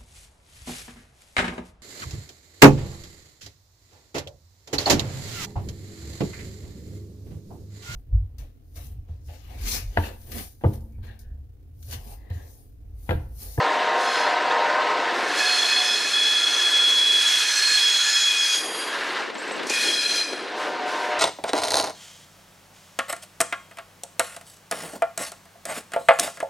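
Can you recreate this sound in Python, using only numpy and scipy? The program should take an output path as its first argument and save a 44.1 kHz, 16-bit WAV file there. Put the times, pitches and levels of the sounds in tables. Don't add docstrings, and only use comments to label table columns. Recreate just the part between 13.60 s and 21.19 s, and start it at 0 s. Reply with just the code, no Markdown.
import sys
import numpy as np
from scipy import signal
from scipy.fft import rfft, irfft, next_fast_len
from scipy.io import wavfile
from scipy.ndimage import uniform_filter1d

SR = 44100
rng = np.random.default_rng(int(sys.argv[2]) if len(sys.argv) > 2 else 0)


def master(y):
    cut = np.clip(np.atleast_2d(y).T, -1, 1)
    pcm = np.round(cut * 32767)
    wavfile.write(sys.argv[1], SR, pcm.astype(np.int16))


N = 334719
TIME = np.arange(N) / SR

# (frequency [Hz], relative density [dB per Hz])
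RUMBLE_COLOUR = [(90, -52), (150, -18.5), (210, -10), (300, 1.5), (450, 3.5), (700, -1.5), (1100, -8.5),
                 (2500, -46)]
ROAR_COLOUR = [(150, -32.5), (400, -4.5), (700, -3.5), (1000, 2), (1250, -0.5), (1650, 3), (2150, 0.5),
               (2400, -4.5), (2750, -2), (3100, -6), (4200, -7), (5500, -15.5), (8000, -25.5),
               (15000, -54.5)]
HISS_COLOUR = [(300, -47), (900, -7), (1500, -2), (2000, 2), (3000, 1.5), (4500, 2.5), (6200, 0.5),
               (7500, -3.5), (9500, -7.5), (10300, -9.5), (12000, -16), (15500, -32)]
WIND_COLOUR = [(80, -40), (150, -17), (280, 2.5), (430, 3), (800, -5), (1600, -18), (5000, -49)]
# (frequency [Hz], side minus mid [dB])
TRAIN_SPREAD = [(300, -33), (900, -79), (2000, -19), (4000, -15.5), (8000, -65)]
WIND_SPREAD = [(100, 0), (5000, 0)]

# (time [s], relative level [dB])
RUMBLE_LEVEL = [(0, -35.5), (.7, -39), (1.2, -36.5), (1.68, -33.5), (1.85, -43), (2.75, -46), (3.4, -45),
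                (4.05, -50), (4.6, -53), (4.93, -48.5), (5.09, -36), (5.4, -40), (5.57, -36), (5.72, -44.5),
                (6.0, -38.5), (6.42, -44), (6.9, -38.5), (7.59, -38.5)]
ROAR_LEVEL = [(0, -32.5), (1.2, -33), (1.75, -33), (2.7, -41), (3.0, -38.5), (3.35, -44), (4.0, -45.5),
              (4.95, -45.5), (5.15, -38), (5.6, -32.5), (5.74, -44), (5.89, -37), (6.15, -41.5),
              (6.45, -49), (6.85, -40.5), (7.06, -37.5), (7.15, -40), (7.32, -36.5), (7.59, -36)]
# (time [s], relative peak level [dB])
JOLTS = [(1.27, -47), (2.97, -46), (3.38, -48), (3.57, -50.5), (5.87, -47), (6.28, -35), (6.52, -38),
         (6.73, -36), (7.07, -35)]
# (start [s], end [s], relative level [dB])
SCRAPES = [(0, 0.153, -59), (0.35, 0.618, -47), (1.503, 1.75, -50), (5.104, 5.56, -52.5),
           (5.735, 5.98, -56.5), (6.935, 7.06, -51.5), (7.236, 7.45, -50.5)]

# (frequency [Hz], width [Hz], relative level [dB])
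LONG_WHEEL = [(1395, 25, -14), (1705, 110, -4), (2510, 60, -3.5), (3340, 90, -1.5), (3975, 70, -10),
              (4230, 110, -2), (4825, 90, -12), (5140, 100, -6), (5800, 150, -14), (6080, 60, -9),
              (6700, 100, -12.5), (7035, 90, -14), (7580, 70, -22), (8020, 70, -19), (8650, 110, -24),
              (9250, 160, -22), (10000, 230, -18), (10750, 160, -24)]
SHORT_WHEEL = [(1400, 50, -15), (1700, 190, -6.5), (2465, 90, -4), (3280, 90, -2), (4120, 120, -1.5),
               (5035, 80, -6), (5930, 100, -12), (6800, 200, -15), (8050, 110, -16), (8550, 120, -21),
               (9170, 80, -22), (9920, 60, -20), (10070, 70, -18), (10470, 50, -24), (10780, 70, -22)]
# (time [s], level [dB])
LONG_PRESSURE = [(1.68, -44.5), (1.79, -30.5), (2.25, -29.5), (2.42, -31), (2.7, -30.5), (3.4, -33.5),
                 (3.85, -30), (4.55, -30), (4.95, -34.5), (5.08, -50), (5.4, -58)]
# (time [s], pitch of the lower locked mode [Hz])
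PASSING_PITCH = [(1.7, 3383), (2.2, 3377), (2.6, 3365), (3.0, 3353), (3.7, 3353), (4.3, 3338), (4.7, 3340),
                 (4.95, 3320), (5.1, 3260)]
# (time [s], level [dB], Doppler shift [%])
SHORT_PRESSURE = [(6.06, -56, 1.38), (6.14, -31.5, 1.16), (6.28, -28.5, 0.67), (6.4, -29.5, 0.2),
                  (6.59, -31.5, -0.37), (6.65, -36.5, -0.67), (6.78, -42, -0.93), (6.9, -51, -1.9)]
# (time [s], relative level [dB])
LONG_HARSHNESS = [(1.8, -7.5), (2.7, -8.5), (3.2, -4.5), (3.52, -3.5), (3.62, -1.5), (4.1, -4), (4.6, -5.5),
                  (4.95, -1)]
# (time [s], relative level [dB])
SHORT_HARSHNESS = [(6.08, 2.5), (6.15, -4), (6.28, -6.5), (6.38, -10.5), (6.6, -6), (6.8, -15.5)]
# (start [s], end [s], level [dB])
FORE_SQUEAL = (.41, 0.59, -37.5)
# (start [s], end [s], level [dB])
LOWER_LOCKS = [(1.78, 1.95, -30.5), (1.96, 2.02, -26), (2.11, 2.2, -24), (2.24, 2.33, -27),
               (2.52, 2.84, -21), (2.88, 3.1, -23), (3.1, 3.56, -19), (3.63, 3.79, -22), (4.15, 4.39, -22),
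               (4.52, 4.7, -21.5), (4.76, 4.93, -24), (5.0, 5.28, -37.5)]
UPPER_LOCKS = [(1.725, 1.83, -34), (1.84, 2.16, -25), (2.2, 3.36, -35), (3.84, 3.93, -31),
               (3.93, 4.16, -23.5), (4.2, 4.55, -30.5)]
# (start [s], end [s], frequency [Hz], level [dB], roughness [0-1])
WHISTLES = [(.404, .632, 5100, -39, .95), (.42, .65, 4190, -39.5, .95), (.4, .64, 3370, -42, 1),
            (1.76, 1.85, 1690, -28, .75), (1.78, 1.9, 2545, -32, .6), (2.08, 2.13, 2530, -30, .4),
            (2.23, 2.32, 5150, -29.5, .4), (2.48, 2.66, 5170, -36, .4), (2.603, 3.246, 1390, -40.5, .4),
            (2.92, 3.15, 1715, -34.5, .68), (2.92, 3.0, 6090, -36, .4), (3.0, 3.2, 8080, -43, .4),
            (3.3, 3.65, 3975, -38, .45), (3.66, 3.71, 6700, -35, .4), (3.84, 4.15, 1690, -31, .7),
            (3.86, 3.97, 6075, -31, .4), (3.9, 4.16, 7995, -38.5, .4), (3.9, 4.2, 8980, -46, .5),
            (4.04, 4.14, 7020, -36, .4), (4.2, 4.28, 5130, -31, .6), (4.24, 4.44, 6685, -33, .5),
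            (4.3, 4.6, 3960, -35, .5), (4.4, 4.62, 7008, -33, .35), (4.44, 4.68, 6668, -33, .55),
            (4.45, 4.52, 1725, -28.5, .4), (4.45, 4.61, 5130, -29, .55), (4.66, 4.79, 2487, -27.5, .45),
            (4.7, 4.98, 5105, -34.5, .55), (4.76, 4.94, 6030, -37, .5), (4.77, 4.81, 6665, -34, .4),
            (4.8, 4.92, 4790, -36, .4), (4.82, 4.9, 9900, -41, .4), (4.85, 4.99, 2470, -35, .5),
            (4.88, 4.96, 6668, -31.5, .5), (5.393, 5.62, 1627, -44, .7), (6.08, 6.175, 2480, -28, .8),
            (6.12, 6.2, 1800, -33, .88), (6.2, 6.24, 4160, -31, .6), (6.255, 6.35, 3300, -28.5, .6),
            (6.28, 6.39, 5050, -35, .6), (6.29, 6.52, 4140, -27.5, .7), (6.46, 6.6, 2446, -37, .6),
            (6.45, 6.62, 5930, -37.5, .55), (6.535, 6.6, 4120, -27, .6), (6.545, 6.585, 5005, -32, .5)]
# (frequency [Hz], level [dB])
THIN_MODES = [(4786, -38.5), (6685, -46), (6977, -49), (8177, -56), (8522, -48), (8880, -53), (9189, -48),
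              (9860, -42.5), (10650, -43), (11540, -51.5)]
# (time [s], left minus right [dB])
SQUEAL_PAN = [(0, 3), (1.7, -2), (2.3, -1.5), (3.2, -1), (4.2, -2.5), (5, 1), (6.2, 0.7), (7.59, 4)]

# (time [s], relative level [dB])
KNOCKS = [(5.617, -38), (5.700, -27.5), (5.752, -26), (5.819, -29), (5.868, -31), (5.909, -24),
          (5.955, -31), (5.994, -25), (6.031, -24.5), (6.066, -30), (6.102, -22.5), (6.731, -26)]
# (time [s], relative level [dB], frequency [Hz], width [Hz])
CHIRPS = [(5.742, -46, 8000, 600), (5.781, -40, 7340, 250), (5.790, -42, 8050, 250),
          (5.822, -45, 8250, 400), (5.876, -43, 7900, 500), (5.917, -38, 8100, 500),
          (5.926, -42, 7850, 250), (5.961, -47, 7900, 400), (6.031, -47, 7800, 2500),
          (6.068, -32, 6000, 3000), (6.097, -22.5, 6000, 3000), (6.272, -27, 6000, 2000)]

# (frequency [Hz], relative level [dB])
FIRST_CHORD = [(473, -42), (513, -42), (533, -43), (603, -38), (624, -39.5), (701, -36), (728, -37),
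               (770, -36), (799, -40), (904, -35.5), (939, -31), (983, -36), (1029, -37), (1050, -38),
               (1066, -37), (1205, -43), (1250, -43), (1286, -39.5), (1401, -45), (1460, -44), (1541, -39),
               (1680, -43), (1798, -44), (1966, -43), (2053, -46)]
SECOND_CHORD = [(431, -46.5), (515, -45.5), (603, -35.5), (701, -46), (732, -36), (782, -43), (809, -46),
                (904, -42), (941, -36), (990, -42), (1046, -38), (1206, -44), (1410, -45), (1540, -41),
                (1798, -43)]
# (time [s], relative level [dB])
FIRST_BLAST = [(0, 3), (.17, -1.5), (.3, 1.5), (.55, -1.5), (.7, 2), (.8, -0.5), (.95, 3), (1.2, 2),
               (1.4, -1), (1.6, -4.5), (1.9, -20), (2.25, -38), (2.4, -42)]
SECOND_BLAST = [(6.75, -26), (6.98, -3.5), (7.15, -3.5), (7.35, 1.5), (7.59, -1)]
# (start [s], end [s], frequency [Hz], level [dB])
LAST_NOTE = (1.55, 2.3, 730, -40)
# (start [s], end [s], relative level [dB])
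GUSTS = [(2.263, 2.484, -43.5), (2.545, 2.87, -53), (3.33, 3.45, -61), (5.58, 5.784, -40.5),
         (5.855, 6.053, -39), (6.117, 6.527, -43.5), (6.614, 6.897, -46.5), (7.035, 7.253, -42)]

JOLT_S = 0.038
HISS_UNDER_ROAR_DB = -31
SCRAPE_RISE_S, SCRAPE_T60_S = 0.063, 0.57
LOCK_RISE_S, LOCK_T60_S = 0.029, 0.6
UPPER_HZ, UPPER_WIDTH_HZ, UPPER_ROUGH = 4238, 65, 0.55
WHISTLE_RISE_SHARE, WHISTLE_T60_S = 0.35, 0.42
THIN_START_S, THIN_END_S, THIN_RISE_S, THIN_T60_S = 4.74, 5.21, 0.24, 0.8
HORN_WIDTH_HZ, HORN_ROUGH, HORN_ECHO_S = 8, 0.72, 0.13
GUST_RISE_S, GUST_T60_S = 0.043, 0.35
EDDY_DEPTH = 0.4
RIPPLE_STEP_HZ = 22
LOW_CUT_HZ, EDGE_HZ = 70, 15700


def amp(db):
    return 10 ** (np.asarray(db) / 20)


def evened(x):
    return x / np.sqrt(np.mean(abs(x) ** 2) + 1e-20)


def curve(rows, column=1):
    rows = np.array(rows)
    return np.interp(TIME, rows[:, 0], rows[:, column])


def level(rows, column=1):
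    outside = np.maximum(np.maximum(rows[0][0] - TIME, TIME - rows[-1][0]), 0)
    return amp(curve(rows, column) - 300 * outside)


def read(points, hz):
    table_hz, db = np.transpose(points)
    return np.interp(np.log(hz + 1), np.log(table_hz), db)


def during(start, end):
    return slice(max(round(start * SR), 0), round(end * SR))


def laid(sound, span):
    out = np.zeros(N)
    out[span] = sound
    return out


def held(start, end, rise_s, t60):
    span = during(start, end + t60)
    t = TIME[span]
    swell = np.sin(np.pi / 2 * np.clip((t - start) / rise_s, 0, 1)) ** 2
    ring_out = amp(-60 * np.maximum(t - end, 0) / t60)
    return laid(swell * ring_out, span)


def placed(x, pan_db):
    return x * np.array([amp(pan_db / 2), amp(-pan_db / 2)]).reshape(2, -1)


def flutter(width_hz, span=slice(None)):
    count = 4096
    offset = np.fft.fftfreq(count, TIME[-1] / count) / (width_hz / 2)
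    a, b = rng.standard_normal((2, count))
    line = (a + 1j * b) / (1 + 1j * offset) / (1 + 1j * offset / 4)
    envelope = evened(np.fft.ifft(line))
    return np.interp(TIME[span], np.linspace(0, TIME[-1], count), envelope)


def mode(hz, width_hz, rough=1, span=slice(None)):
    rough = np.clip(rough, 0, 1)
    swing = np.sqrt(1 - rough ** 2) + rough * flutter(width_hz, span)
    turns = np.cumsum(hz * np.ones(len(swing))) / SR + rng.random()
    phase = np.float32(2 * np.pi * (turns - np.floor(turns)))
    return np.sqrt(2) * (swing.real * np.cos(phase) - swing.imag * np.sin(phase))


def noise(colour, spread, patchy_db, flicker_db, ripple_db):
    frames, bins = N // 256 + 5, 513
    a, b, c, d, patches = rng.standard_normal((5, frames, bins))
    patches = uniform_filter1d(patches, size=5, axis=0)
    patches = evened(uniform_filter1d(patches, size=12, axis=1))
    flicker = evened(uniform_filter1d(rng.standard_normal(frames), size=4))
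    flicker = flicker.clip(-2, 2)[:, None]
    grid = np.array([a + 1j * b, c + 1j * d]) * amp(patchy_db * patches + flicker_db * flicker)
    white = signal.istft(grid.swapaxes(1, 2), nperseg=1024, noverlap=768)[1]

    size = next_fast_len(white.shape[1])
    f = np.fft.rfftfreq(size, 1 / SR)
    peaks_hz = np.arange(0, SR / 2, RIPPLE_STEP_HZ)
    peaks = np.minimum(rng.exponential(1, len(peaks_hz)), 4)
    ripple = np.interp(f, peaks_hz, peaks)
    tint = amp(read(colour, f) + ripple_db * ripple)
    width = [np.ones(len(f)), amp(read(spread, f))]
    mid, side = irfft(rfft(white, size) * tint * width, size)[:, :N]
    return evened(np.array([mid + side, mid - side]))


def burst(s, hz, width_hz, t60):
    size = 8192
    t, f = np.arange(size) / SR, np.fft.rfftfreq(size, 1 / SR)
    band = 1 / (1 + ((f - hz) / width_hz) ** 2 / 2) ** 2
    ring = evened(irfft(rfft(rng.standard_normal(size)) * band))
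    hit = ring * amp(-60 * t / t60) * (1 - np.exp(-t / 0.00078))
    hit = signal.sosfilt(signal.butter(4, 230, "high", fs=SR, output="sos"), hit)
    return np.concatenate([np.zeros(round(s * SR)), hit, np.zeros(N)])[:N]


def rolling():
    jolts = sum(amp(db) * np.exp(-((TIME - s) / JOLT_S) ** 2) for s, db in JOLTS)
    shaking = np.hypot(level(RUMBLE_LEVEL), jolts) * amp(1.0)
    rumble = shaking * noise(RUMBLE_COLOUR, TRAIN_SPREAD, patchy_db=0.8, flicker_db=1.1, ripple_db=0.6)
    roar = level(ROAR_LEVEL) * amp(6.0)
    roar = roar * noise(ROAR_COLOUR, TRAIN_SPREAD, patchy_db=1.5, flicker_db=0.88, ripple_db=1.3)
    return placed(rumble + roar, 0.45)


def wheel(modes, doppler, span):
    ringing = sum(amp(db) * mode(hz * doppler[span], width, span=span) for hz, width, db in modes)
    return laid(ringing, span)


def locked(locks):
    spells = [amp(db) * held(start, end, LOCK_RISE_S, LOCK_T60_S) for start, end, db in locks]
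    return np.max(spells, axis=0)


def long_squeal():
    pitch_hz = curve(PASSING_PITCH)
    doppler = pitch_hz / np.median(np.array(PASSING_PITCH)[:, 1])
    start, end, db = FORE_SQUEAL
    pressure = level(LONG_PRESSURE) + amp(db) * held(start, end, SCRAPE_RISE_S, SCRAPE_T60_S)
    span = during(start, LONG_PRESSURE[-1][0] + 0.1)
    shaken = pressure * wheel(LONG_WHEEL, doppler, span)

    lock = locked(LOWER_LOCKS)
    rough = np.interp(20 * np.log10(lock + 1e-9), [-27, -20], [0.8, 0.27])
    lower = lock * mode(pitch_hz, width_hz=120, rough=rough)
    upper = mode(UPPER_HZ * np.sqrt(doppler), UPPER_WIDTH_HZ, UPPER_ROUGH)
    return shaken + lower + locked(UPPER_LOCKS) * upper


def short_squeal():
    doppler = 1 + curve(SHORT_PRESSURE, 2) / 100
    span = during(SHORT_PRESSURE[0][0] - 0.1, SHORT_PRESSURE[-1][0] + 0.1)
    return level(SHORT_PRESSURE) * wheel(SHORT_WHEEL, doppler, span)


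def whistles():
    out = np.zeros(N)
    for start, end, hz, db, rough in WHISTLES:
        span = during(start, end + WHISTLE_T60_S)
        swell = held(start, end, WHISTLE_RISE_SHARE * (end - start), WHISTLE_T60_S)[span]
        out[span] += amp(db) * swell * mode(hz, width_hz=10 + 75 * abs(rough), rough=rough, span=span)
    return out


def thin_whistles():
    span = during(THIN_START_S, THIN_END_S + THIN_T60_S)
    ring = sum(amp(db) * mode(hz, width_hz=49, rough=0.4, span=span) for hz, db in THIN_MODES)
    return held(THIN_START_S, THIN_END_S, THIN_RISE_S, THIN_T60_S) * laid(ring, span)


def grinding():
    rubs = [level(ROAR_LEVEL) * amp(HISS_UNDER_ROAR_DB)]
    rubs += [level(LONG_PRESSURE) * amp(curve(LONG_HARSHNESS))]
    rubs += [level(SHORT_PRESSURE) * amp(curve(SHORT_HARSHNESS))]
    rubs += [amp(db) * held(start, end, SCRAPE_RISE_S, SCRAPE_T60_S) for start, end, db in SCRAPES]
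    strength = np.linalg.norm(rubs, axis=0) * amp(8.0)
    return strength * noise(HISS_COLOUR, TRAIN_SPREAD, patchy_db=1.1, flicker_db=1.0, ripple_db=2.1)


def clatter():
    out = np.zeros(N)
    for s, db in KNOCKS:
        thud = burst(s, hz=393, width_hz=110, t60=0.037)
        clack = amp(-1.0) * burst(s, hz=1100, width_hz=2500, t60=0.048)
        out += amp(db) * (thud + clack)
    for s, db, hz, width in CHIRPS:
        out += amp(db) * burst(s, hz, width, t60=0.096)
    return out


def horn(chord, blast):
    span = during(blast[0][0] - 0.1, blast[-1][0] + 0.1)
    partials = sum(amp(db) * mode(hz, HORN_WIDTH_HZ, HORN_ROUGH, span) for hz, db in chord)
    ahead = level(blast) * laid(partials, span)
    aside = np.interp(TIME - HORN_ECHO_S, TIME, ahead, left=0)
    return ahead + amp(-24.5) * np.array([aside, -aside])


def last_note():
    start, end, hz, db = LAST_NOTE
    return amp(db) * held(start, end, rise_s=0.071, t60=0.2) * mode(hz, width_hz=7.8, rough=0.4)


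def wind():
    gusts = [amp(db) * held(start, end, GUST_RISE_S, GUST_T60_S) for start, end, db in GUSTS]
    strength = np.linalg.norm(gusts, axis=0)
    buffets = abs(np.array([flutter(width_hz=54) for _ in range(2)]))
    eddies = 1 - EDDY_DEPTH + EDDY_DEPTH * buffets
    air = noise(WIND_COLOUR, WIND_SPREAD, patchy_db=1.5, flicker_db=0.8, ripple_db=2)
    return placed(strength * evened(eddies * air), 5.9)


def scene():
    squeals = long_squeal() + short_squeal() + whistles() + thin_whistles()
    pan_db = curve(SQUEAL_PAN)
    flanges = placed(squeals, pan_db) + placed(grinding(), 0.062 * pan_db)
    horns = horn(FIRST_CHORD, FIRST_BLAST) + last_note() + horn(SECOND_CHORD, SECOND_BLAST)
    return rolling() + flanges + placed(clatter(), 1.0) + placed(horns, 0.77) + wind()


def record(dry):
    thinned = signal.sosfilt(signal.butter(2, LOW_CUT_HZ, "high", fs=SR, output="sos"), dry)
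    band_limit = signal.firwin(511, EDGE_HZ, window=("kaiser", 9), fs=SR)
    return signal.oaconvolve(thinned, band_limit[None], "same")


dry = scene()
out = record(dry)
master(out)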